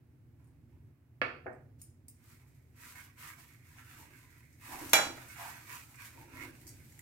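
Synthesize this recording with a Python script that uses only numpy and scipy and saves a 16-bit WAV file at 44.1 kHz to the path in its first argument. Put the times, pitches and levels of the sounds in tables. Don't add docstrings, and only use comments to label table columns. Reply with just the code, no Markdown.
import sys
import numpy as np
from scipy import signal
from scipy.io import wavfile
from scipy.ndimage import uniform_filter1d

SR = 44100
rng = np.random.default_rng(int(sys.argv[2]) if len(sys.argv) > 2 else 0)


def log_audio(samples):
    frames = np.atleast_2d(samples).T
    limited = np.clip(frames, -1, 1)
    pcm = np.round(limited * 32767).astype(np.int16)
    wavfile.write(sys.argv[1], SR, pcm)


N = 309435

# f/Hz, level/dB, t60/s
WIDE_BANGLE = [(6740, -8, .25), (8786, -8, .15), (8960, -1, .17), (9060, -1, .22), (9430, -7, .19),
               (9841, -1, .19), (10560, -4, .17), (12720, -4, .1), (13800, -9, .15), (15420, -10, .12)]
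THIN_BANGLE = [(5020, -12, .16), (7880, -8, .12), (8150, -2, .15), (8320, 0, .18), (9065, -9, .15),
               (9450, -5, .13), (9598, -7, .11), (9825, -2, .11), (13280, 1, .13), (15540, -3, .16)]
# f/Hz, level/dB
BOWL_CLACK = [(60, -75), (130, -11.5), (250, -12), (500, -2.5), (800, 2.5), (1100, -4), (1300, 0),
              (1950, -1.5), (2400, 2), (2800, -9), (4300, -9.5), (5200, -5), (7000, -1), (9000, -8),
              (11300, -3.5), (16000, -10.5)]


def amp(db):
    return 10 ** (np.asarray(db) / 20)


def read(points, hz):
    f, value = np.transpose(points)
    return np.interp(np.log(hz + 1), np.log(f + 1), value)


def follow(points):
    return np.interp(np.arange(N) / SR, *np.transpose(points))


def evened(pair):
    return pair / np.sqrt(np.mean(pair.mean(0) ** 2) + 1e-20)


def unit(pair):
    return pair / np.sqrt(np.sum(pair ** 2, -1, keepdims=True) + 1e-20)


def colour(x, spectrum, size=4096):
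    log_gain = np.log(amp(read(spectrum, abs(np.fft.fftfreq(size, 1 / SR)))))
    taps = np.fft.ifft(np.exp(np.conj(signal.hilbert(log_gain)))).real[:size // 2]
    return signal.oaconvolve(x, taps[None], axes=1)[:, :x.shape[1]]


def in_kitchen(x, wet_db, count=26000):
    # f/Hz, t60/s
    decay_times = [(100, 0.39), (300, 0.56), (1000, 0.39), (2500, 0.39), (5000, 0.41), (8000, 0.38),
                   (15000, 0.17)]
    hz, t, noise = signal.stft(rng.standard_normal((2, count)), SR, nperseg=256)
    decay = 1000 ** (-t / read(decay_times, hz)[:, None])
    tail = signal.istft(noise * decay, SR, nperseg=256)[1][:, :count]
    build_up = 1 - np.exp(-np.arange(count) / SR / 0.0051)
    return x + amp(wet_db) * signal.fftconvolve(x, unit(tail * build_up), axes=1)[:, :x.shape[1]]


def room_tone():
    # f/Hz, level/dB
    drone_spectrum = [(20, -55.5), (36, -7.5), (48, -12.5), (63, -2.5), (78, 3), (125, 5), (155, -1.5),
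                      (192, -18), (235, -5), (320, -10), (450, -23), (700, -34), (1500, -50)]
    hiss_spectrum = [(200, -6), (650, 0), (1200, -5), (2100, -6), (2600, -10), (3300, -18), (6000, -22),
                     (10000, -21), (13000, -17), (16000, -16)]
    # t/s, relative level/dB
    drone_levels = [(0.0, -61.5), (0.9, -58.5), (0.96, -66), (1.47, -58), (2.21, -61.5), (4.69, -61.5),
                    (4.9, -57.5), (5.86, -61.5), (6.82, -56.5), (7.02, -59.5)]
    drone = evened(colour(rng.standard_normal((2, N)), drone_spectrum, size=16384))
    hiss = evened(colour(rng.standard_normal((2, N)), hiss_spectrum))
    return amp(follow(drone_levels) + 1) * drone + amp(-81) * hiss


def gesture(start, length, rise_s, release_db_per_s=162.5):
    t = np.arange(N) / SR - start
    rise = np.sin(np.pi / 2 * np.clip(t / rise_s, 0, 1)) ** 2
    return rise * amp(-release_db_per_s * np.maximum(t - length, 0))


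def friction(spectrum, slips_per_s, spread_db, smooth, clump_db):
    sizes = amp(spread_db * np.minimum(rng.exponential(1, N), 4))
    slipping = rng.random(N) < slips_per_s / SR
    slips = evened(sizes * slipping * rng.standard_normal((2, N)))
    hiss = smooth * rng.standard_normal((2, N))
    grip = uniform_filter1d(uniform_filter1d(rng.standard_normal(N), size=700), size=300)
    bunched = (slips + hiss) * amp(clump_db * grip / grip.std())
    return evened(in_kitchen(colour(bunched, spectrum), wet_db=2.5))


def cupped(x, depth_db):
    bands = signal.stft(x, SR, nperseg=1024, noverlap=768)[2]
    peaks = rng.standard_normal(bands.shape[1:])
    for _ in range(2):
        peaks = uniform_filter1d(uniform_filter1d(peaks, size=4, axis=0), size=11, axis=1)
    bands *= amp(depth_db * peaks / peaks.std())
    return evened(signal.istft(bands, SR, nperseg=1024, noverlap=768)[1][:, :N])


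def stroke_strengths():
    # start/s, rise/s, length/s, relative hiss level/dB, rub offset/dB, drag offset/dB
    brushes = [(.36, 0.042, 0.15, -88, 4.5, 11), (.68, 0.025, 0.089, -100, 16.5, 21),
               (1.775, 0.033, 0.032, -70.5, -19, -22)]
    stirs = [(2.101, 0.32, 0.23, -64, -5.5, -12), (2.37, 0.048, 0.054, -74, -1, -1),
             (2.52, 0.045, 0.071, -76, -13, -23), (2.71, 0.23, 0.2, -53.5, -1.5, -35),
             (2.935, 0.031, 0.076, -56, 2, -12), (3.143, 0.11, 0.15, -51.5, -1.5, -19),
             (3.354, 0.045, 0.047, -56, -5.5, -9), (3.447, .05, 0.082, -69.5, 0.5, -9),
             (3.58, 0.12, 0.48, -68, 0.5, -20), (3.733, 0.048, 0.055, -67, 1, 3),
             (3.801, 0.15, 0.24, -61.5, 2, -7), (4.064, 0.066, 0.17, -65, 1, -18),
             (4.216, 0.074, 0.17, -68.5, -1, -10), (4.576, 0.11, 0.18, -55, 4, 0),
             (4.67, 0.076, 0.07, -53.5, 3, 11.5), (4.758, 0.041, 0.3, -51, -2, -3.5),
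             (5.133, 0.045, 0.64, -58, -1, -15), (5.335, 0.089, 0.17, -51.5, 3, 5),
             (5.642, 0.068, 0.12, -52.5, -0.5, -13), (5.76, 0.039, 0.067, -59, -4, -9.5),
             (5.854, 0.048, 0.096, -66, -2, -3.5), (5.954, 0.074, 0.12, -57, 1.5, -14),
             (6.079, 0.057, 0.15, -64.5, 1.5, 0.5), (6.232, 0.16, 0.19, -64, 9, 4),
             (6.387, 0.045, 0.069, -65.5, 13, 9.5), (6.51, 0.048, 0.51, -66, -11, -9.5)]
    power = np.zeros((3, N))
    for start, rise, length, hiss_db, rub_db, drag_db in brushes + stirs:
        strengths = amp(hiss_db + np.array([[0], [rub_db], [drag_db]]))
        power += (strengths * gesture(start, length, rise)) ** 2
    return np.sqrt(power)


def hand():
    # f/Hz, level/dB
    powder_spectrum = [(1500, -10.5), (2800, -4.5), (3500, -8), (5000, -6.5), (6500, -5.5), (8500, -2.5),
                       (10000, -6.5), (13000, 0), (16000, -7)]
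    rub_spectrum = [(600, -30.5), (820, -47.5), (950, -4), (1250, -3), (1600, -1.5), (2200, -2),
                    (2600, -4.5), (3100, -16), (4500, -20.5)]
    drag_spectrum = [(300, -18), (550, -28), (680, -8.5), (850, -1), (1000, -2), (1400, -34)]
    crumb_spectrum = [(1000, -18), (1650, -4), (2080, 3.5), (2450, -0.5), (2900, -40), (5000, -38)]
    # t/s, level/dB
    crumb_levels = [(2.0, -100), (2.25, -77.5), (2.7, -83), (3.5, -73.5), (7.0, -74)]
    hissing, rubbing, dragging = stroke_strengths()
    resting = amp(follow(crumb_levels))
    powder = friction(powder_spectrum, slips_per_s=1700, spread_db=2.5, smooth=0.98, clump_db=3)
    powder *= np.hypot(amp(-2.5) * hissing, resting)
    rub = friction(rub_spectrum, slips_per_s=500, spread_db=3.5, smooth=0.6, clump_db=1.3)
    rub = amp(-0.1) * rubbing * cupped(rub, depth_db=2.8)
    drag = friction(drag_spectrum, slips_per_s=660, spread_db=0.5, smooth=0.96, clump_db=1.8)
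    drag = amp(-6) * dragging * cupped(drag, depth_db=3.5)
    crumbs = resting * friction(crumb_spectrum, slips_per_s=300, spread_db=3, smooth=0.4, clump_db=1.5)
    return powder + rub + drag + crumbs


def ringing(modes, t, vary_db, split=0.005, free_s=0.18, touch_db_per_s=250):
    port_phases = np.array([[0], [np.pi / 2]])
    ring = 0
    for hz, db, t60 in modes:
        phase, twin_phase, twin_offset = rng.random(3)
        lag = port_phases * rng.choice([-1, 1])
        twin_hz = hz * (1 + split * (0.5 + twin_offset) * rng.choice([-1, 1]))
        partial = np.sin(2 * np.pi * (hz * t + phase) + lag)
        twin = 0.5 * np.sin(2 * np.pi * (twin_hz * t + twin_phase) + lag)
        strength = amp(db + vary_db * rng.standard_normal())
        ring += strength * 1000 ** (-t / t60) * (partial + twin)
    damping = amp(-touch_db_per_s * np.maximum(t - free_s, 0))
    return unit(in_kitchen(unit(ring * damping), wet_db=-15))


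def strikes(hits, spectrum, crack_s, wet_db, modes=(), ring_db=0, vary_db=0, count=26000):
    t, out = np.arange(count) / SR, np.zeros((2, N))
    for start, level_db, cutoff_hz in hits:
        burst = rng.standard_normal((2, count)) * np.exp(-t / crack_s)
        sound = in_kitchen(unit(colour(burst, spectrum)), wet_db)
        if len(modes):
            sound += amp(ring_db) * ringing(modes, t, vary_db)
        dulled = signal.lfilter(*signal.butter(5, cutoff_hz, fs=SR), sound)
        at = round(start * SR)
        out[:, at:at + count] += amp(level_db) * dulled[:, :N - at]
    return out


def bangles():
    # t/s, relative level/dB, cutoff/Hz, which bangle
    clinks = [(0.443, -59, 15900, WIDE_BANGLE), (.472, -58, 12200, THIN_BANGLE),
              (1.528, -53, 8800, THIN_BANGLE), (1.8157, -31.5, 15700, WIDE_BANGLE),
              (2.0826, -33, 16100, THIN_BANGLE)]
    # t/s, relative level/dB, cutoff/Hz
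    jingles = [(4.527, -44, 9000), (4.791, -30, 16300), (4.895, -25.5, 16000), (5.286, -34, 16000),
               (5.902, -52, 16000), (5.956, -37, 16400), (6.66, -42, 8000), (6.668, -31.5, 14000),
               (6.677, -30, 16200), (6.691, -32.5, 15100)]
    # f/Hz, level/dB, t60/s
    wrist_modes = [(4020, -18, .35), (4610, -9, .22), (5184, -5, .24), (5733, -3, .2), (6250, -3, .16),
                   (6729, -5, .25), (7610, 0, .14), (8380, 0, .12), (11390, -4, .15), (12200, -4, .12),
                   (12880, -3, .1)]
    metal = [(1000, -60.5), (2000, 0), (3500, -14), (5000, 0), (9000, 6.5), (16000, 4)]  # f/Hz, level/dB
    fetching = sum(strikes([hit], metal, crack_s=0.0055, wet_db=-3, modes=bangle, ring_db=3.5, vary_db=1)
                   for *hit, bangle in clinks)
    stirring = strikes(jingles, metal, crack_s=0.005, wet_db=0, modes=wrist_modes, ring_db=0.5, vary_db=2)
    return amp(5) * fetching + amp(2.5) * stirring


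def dish():
    # t/s, relative level/dB, cutoff/Hz
    knocks = [(1.2155, 6.5, 6600), (1.459, -2, 775), (1.4652, -8, 1960), (1.4675, 1, 684),
              (1.4775, -8, 680)]
    # f/Hz, level/dB
    spectrum = [(60, -57), (117, 5), (180, -24.5), (225, -1.5), (360, -1.5), (470, -4.5), (620, -1.5),
                (1000, -3.5), (1350, 3), (1750, 2), (2550, -2), (3200, -14.5), (4000, -19.5), (4800, -18.5),
                (6000, -39.5), (9000, -30), (14000, -29)]
    # f/Hz, level/dB, t60/s
    modes = [(365, -7, .3), (511, -3, .28), (624, -3, .22), (856, -11, .22), (1330, -7, .22),
             (1475, -1, .2), (1685, 1, .16), (1809, -1, .17), (1916, -4, .25), (2245, -3, .23)]
    return amp(-5.5) * strikes(knocks, spectrum, crack_s=0.006, wet_db=-2.8, modes=modes, ring_db=-4)


def palm():
    # start/s, length/s, relative level/dB
    presses = [(3.92, 0.21, -64), (4.64, 0.46, -52), (5.1, 0.16, -63), (5.44, 0.32, -70), (6.09, 0.22, -60),
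               (6.28, 0.2, -51), (6.53, 0.22, -63)]
    # f/Hz, level/dB
    spectrum = [(100, -12), (200, -27.5), (270, -1.5), (340, -6), (430, -17.5), (600, -18), (1000, -37.5)]
    power = sum((amp(db) * gesture(start, length, rise_s=0.094, release_db_per_s=145)) ** 2
                for start, length, db in presses)
    dough = friction(spectrum, slips_per_s=140, spread_db=2, smooth=0.36, clump_db=-1.8)
    return amp(-1.5) * np.sqrt(power) * dough


def fingertip(width_hz=78):
    # start/s, length/s, level/dB, first f/Hz, last f/Hz
    skids = [(3.957, 0.061, -67.5, 989, 882), (4.693, .04, -50, 965, 840), (5.386, 0.0893, -57, 794.5, 918),
             (6.147, 0.054, -59.5, 980, 917)]
    out, pole = np.zeros((2, N)), np.exp(-np.pi * width_hz / SR)
    for start, length, level_db, from_hz, to_hz in skids:
        hz = follow([(start, from_hz), (start + length, to_hz)])
        slips = rng.standard_normal((2, N)) + 1j * rng.standard_normal((2, N))
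        narrow = signal.lfilter([1], [1, -2 * pole, pole * pole], slips)
        pitched = (narrow * np.exp(2j * np.pi * np.cumsum(hz) / SR)).real
        out += amp(level_db) * gesture(start, length, rise_s=0.048) * evened(pitched)
    return out


def paste():
    # t/s, level/dB, cutoff/Hz
    smacks = [(4.1865, -37, 14000), (6.617, -41.5, 16000), (6.9225, -34, 9100), (6.9918, -24.5, 15000)]
    # f/Hz, level/dB
    spectrum = [(1000, -43), (1600, -6), (2050, 6), (2700, -9), (3500, -18), (5000, -20), (7500, 3),
                (9500, -10), (12000, -4), (16000, -9.5)]
    return strikes(smacks, spectrum, crack_s=0.0041, wet_db=-7)


def bowl_struck():
    # t/s, relative level/dB, cutoff/Hz
    blows = [(4.9325, 7, 16300)]
    # f/Hz, level/dB, t60/s
    modes = [(324, -12, .42), (467, -17, .5), (802, 1.5, .3), (854, -4, .3), (1259, -8, .45),
             (1384, -7, .38), (1421, -6, .34), (1751, -7, .34), (1794, -6, .34), (1910, -4, .3),
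             (2262, -9, .33), (2325, 0, .24), (2349, 3, .28), (2877, -5.5, .38), (3322, -0.5, .32),
             (3455, -3, .28), (3530, -11, .2), (4022, 2.5, .35), (4608, -7, .33), (5153, -3, .32),
             (5728, -3, .28), (6234, -2.5, .26), (6295, -7, .27), (6710, -2, .24), (6762, -4, .3),
             (7176, -7, .32), (7564, -9, .27), (7790, -7, .25), (8030, -13, .3), (11300, -9, .15),
             (12950, -17, .2), (13950, -17, .2)]
    return amp(2) * strikes(blows, BOWL_CLACK, crack_s=0.0074, wet_db=-4.5, modes=modes, ring_db=2.5)


def bowl_rocking():
    # t/s, level/dB, cutoff/Hz
    bumps = [(4.9355, 12, 2880), (4.987, 6, 2060), (5.178, -16, 2210), (5.1905, -21, 1500)]
    return strikes(bumps, BOWL_CLACK, crack_s=0.0077, wet_db=-3.5)


def scene():
    return (room_tone() + hand() + bangles() + dish() + palm() + fingertip() + paste()
            + bowl_struck() + bowl_rocking())


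def record(dry, band_limit_hz=15950):
    # f/Hz, side over mid/dB
    width = [(30, -7), (100, -16), (300, -11), (550, -2), (850, -7), (1300, -1.5), (2000, -1), (4000, 0),
             (16000, 0)]
    # f/Hz, left over right/dB
    balance = [(100, -1.5), (700, -0.5), (1100, -2), (1600, -6), (2100, -11), (2450, -8.5), (2900, -1.5),
               (3700, 0.5), (5400, -2), (6800, -5.5), (8300, 1.5), (11000, -2), (14500, 2)]
    mid, side = dry.mean(0), colour((dry[:1] - dry[1:]) / 2, width)
    right_port = [(hz, -10 * np.log10((1 + amp(db) ** 2) / 2)) for hz, db in balance]
    left_port = [(hz, db + right_db) for (hz, db), (_, right_db) in zip(balance, right_port)]
    ports = np.vstack([colour(mid + side, left_port), colour(mid - side, right_port)])
    lowpass = signal.firwin(401, band_limit_hz, window=("kaiser", 8), fs=SR)
    return signal.oaconvolve(ports, lowpass[None], "same")


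dry = scene()
out = record(dry)
log_audio(out)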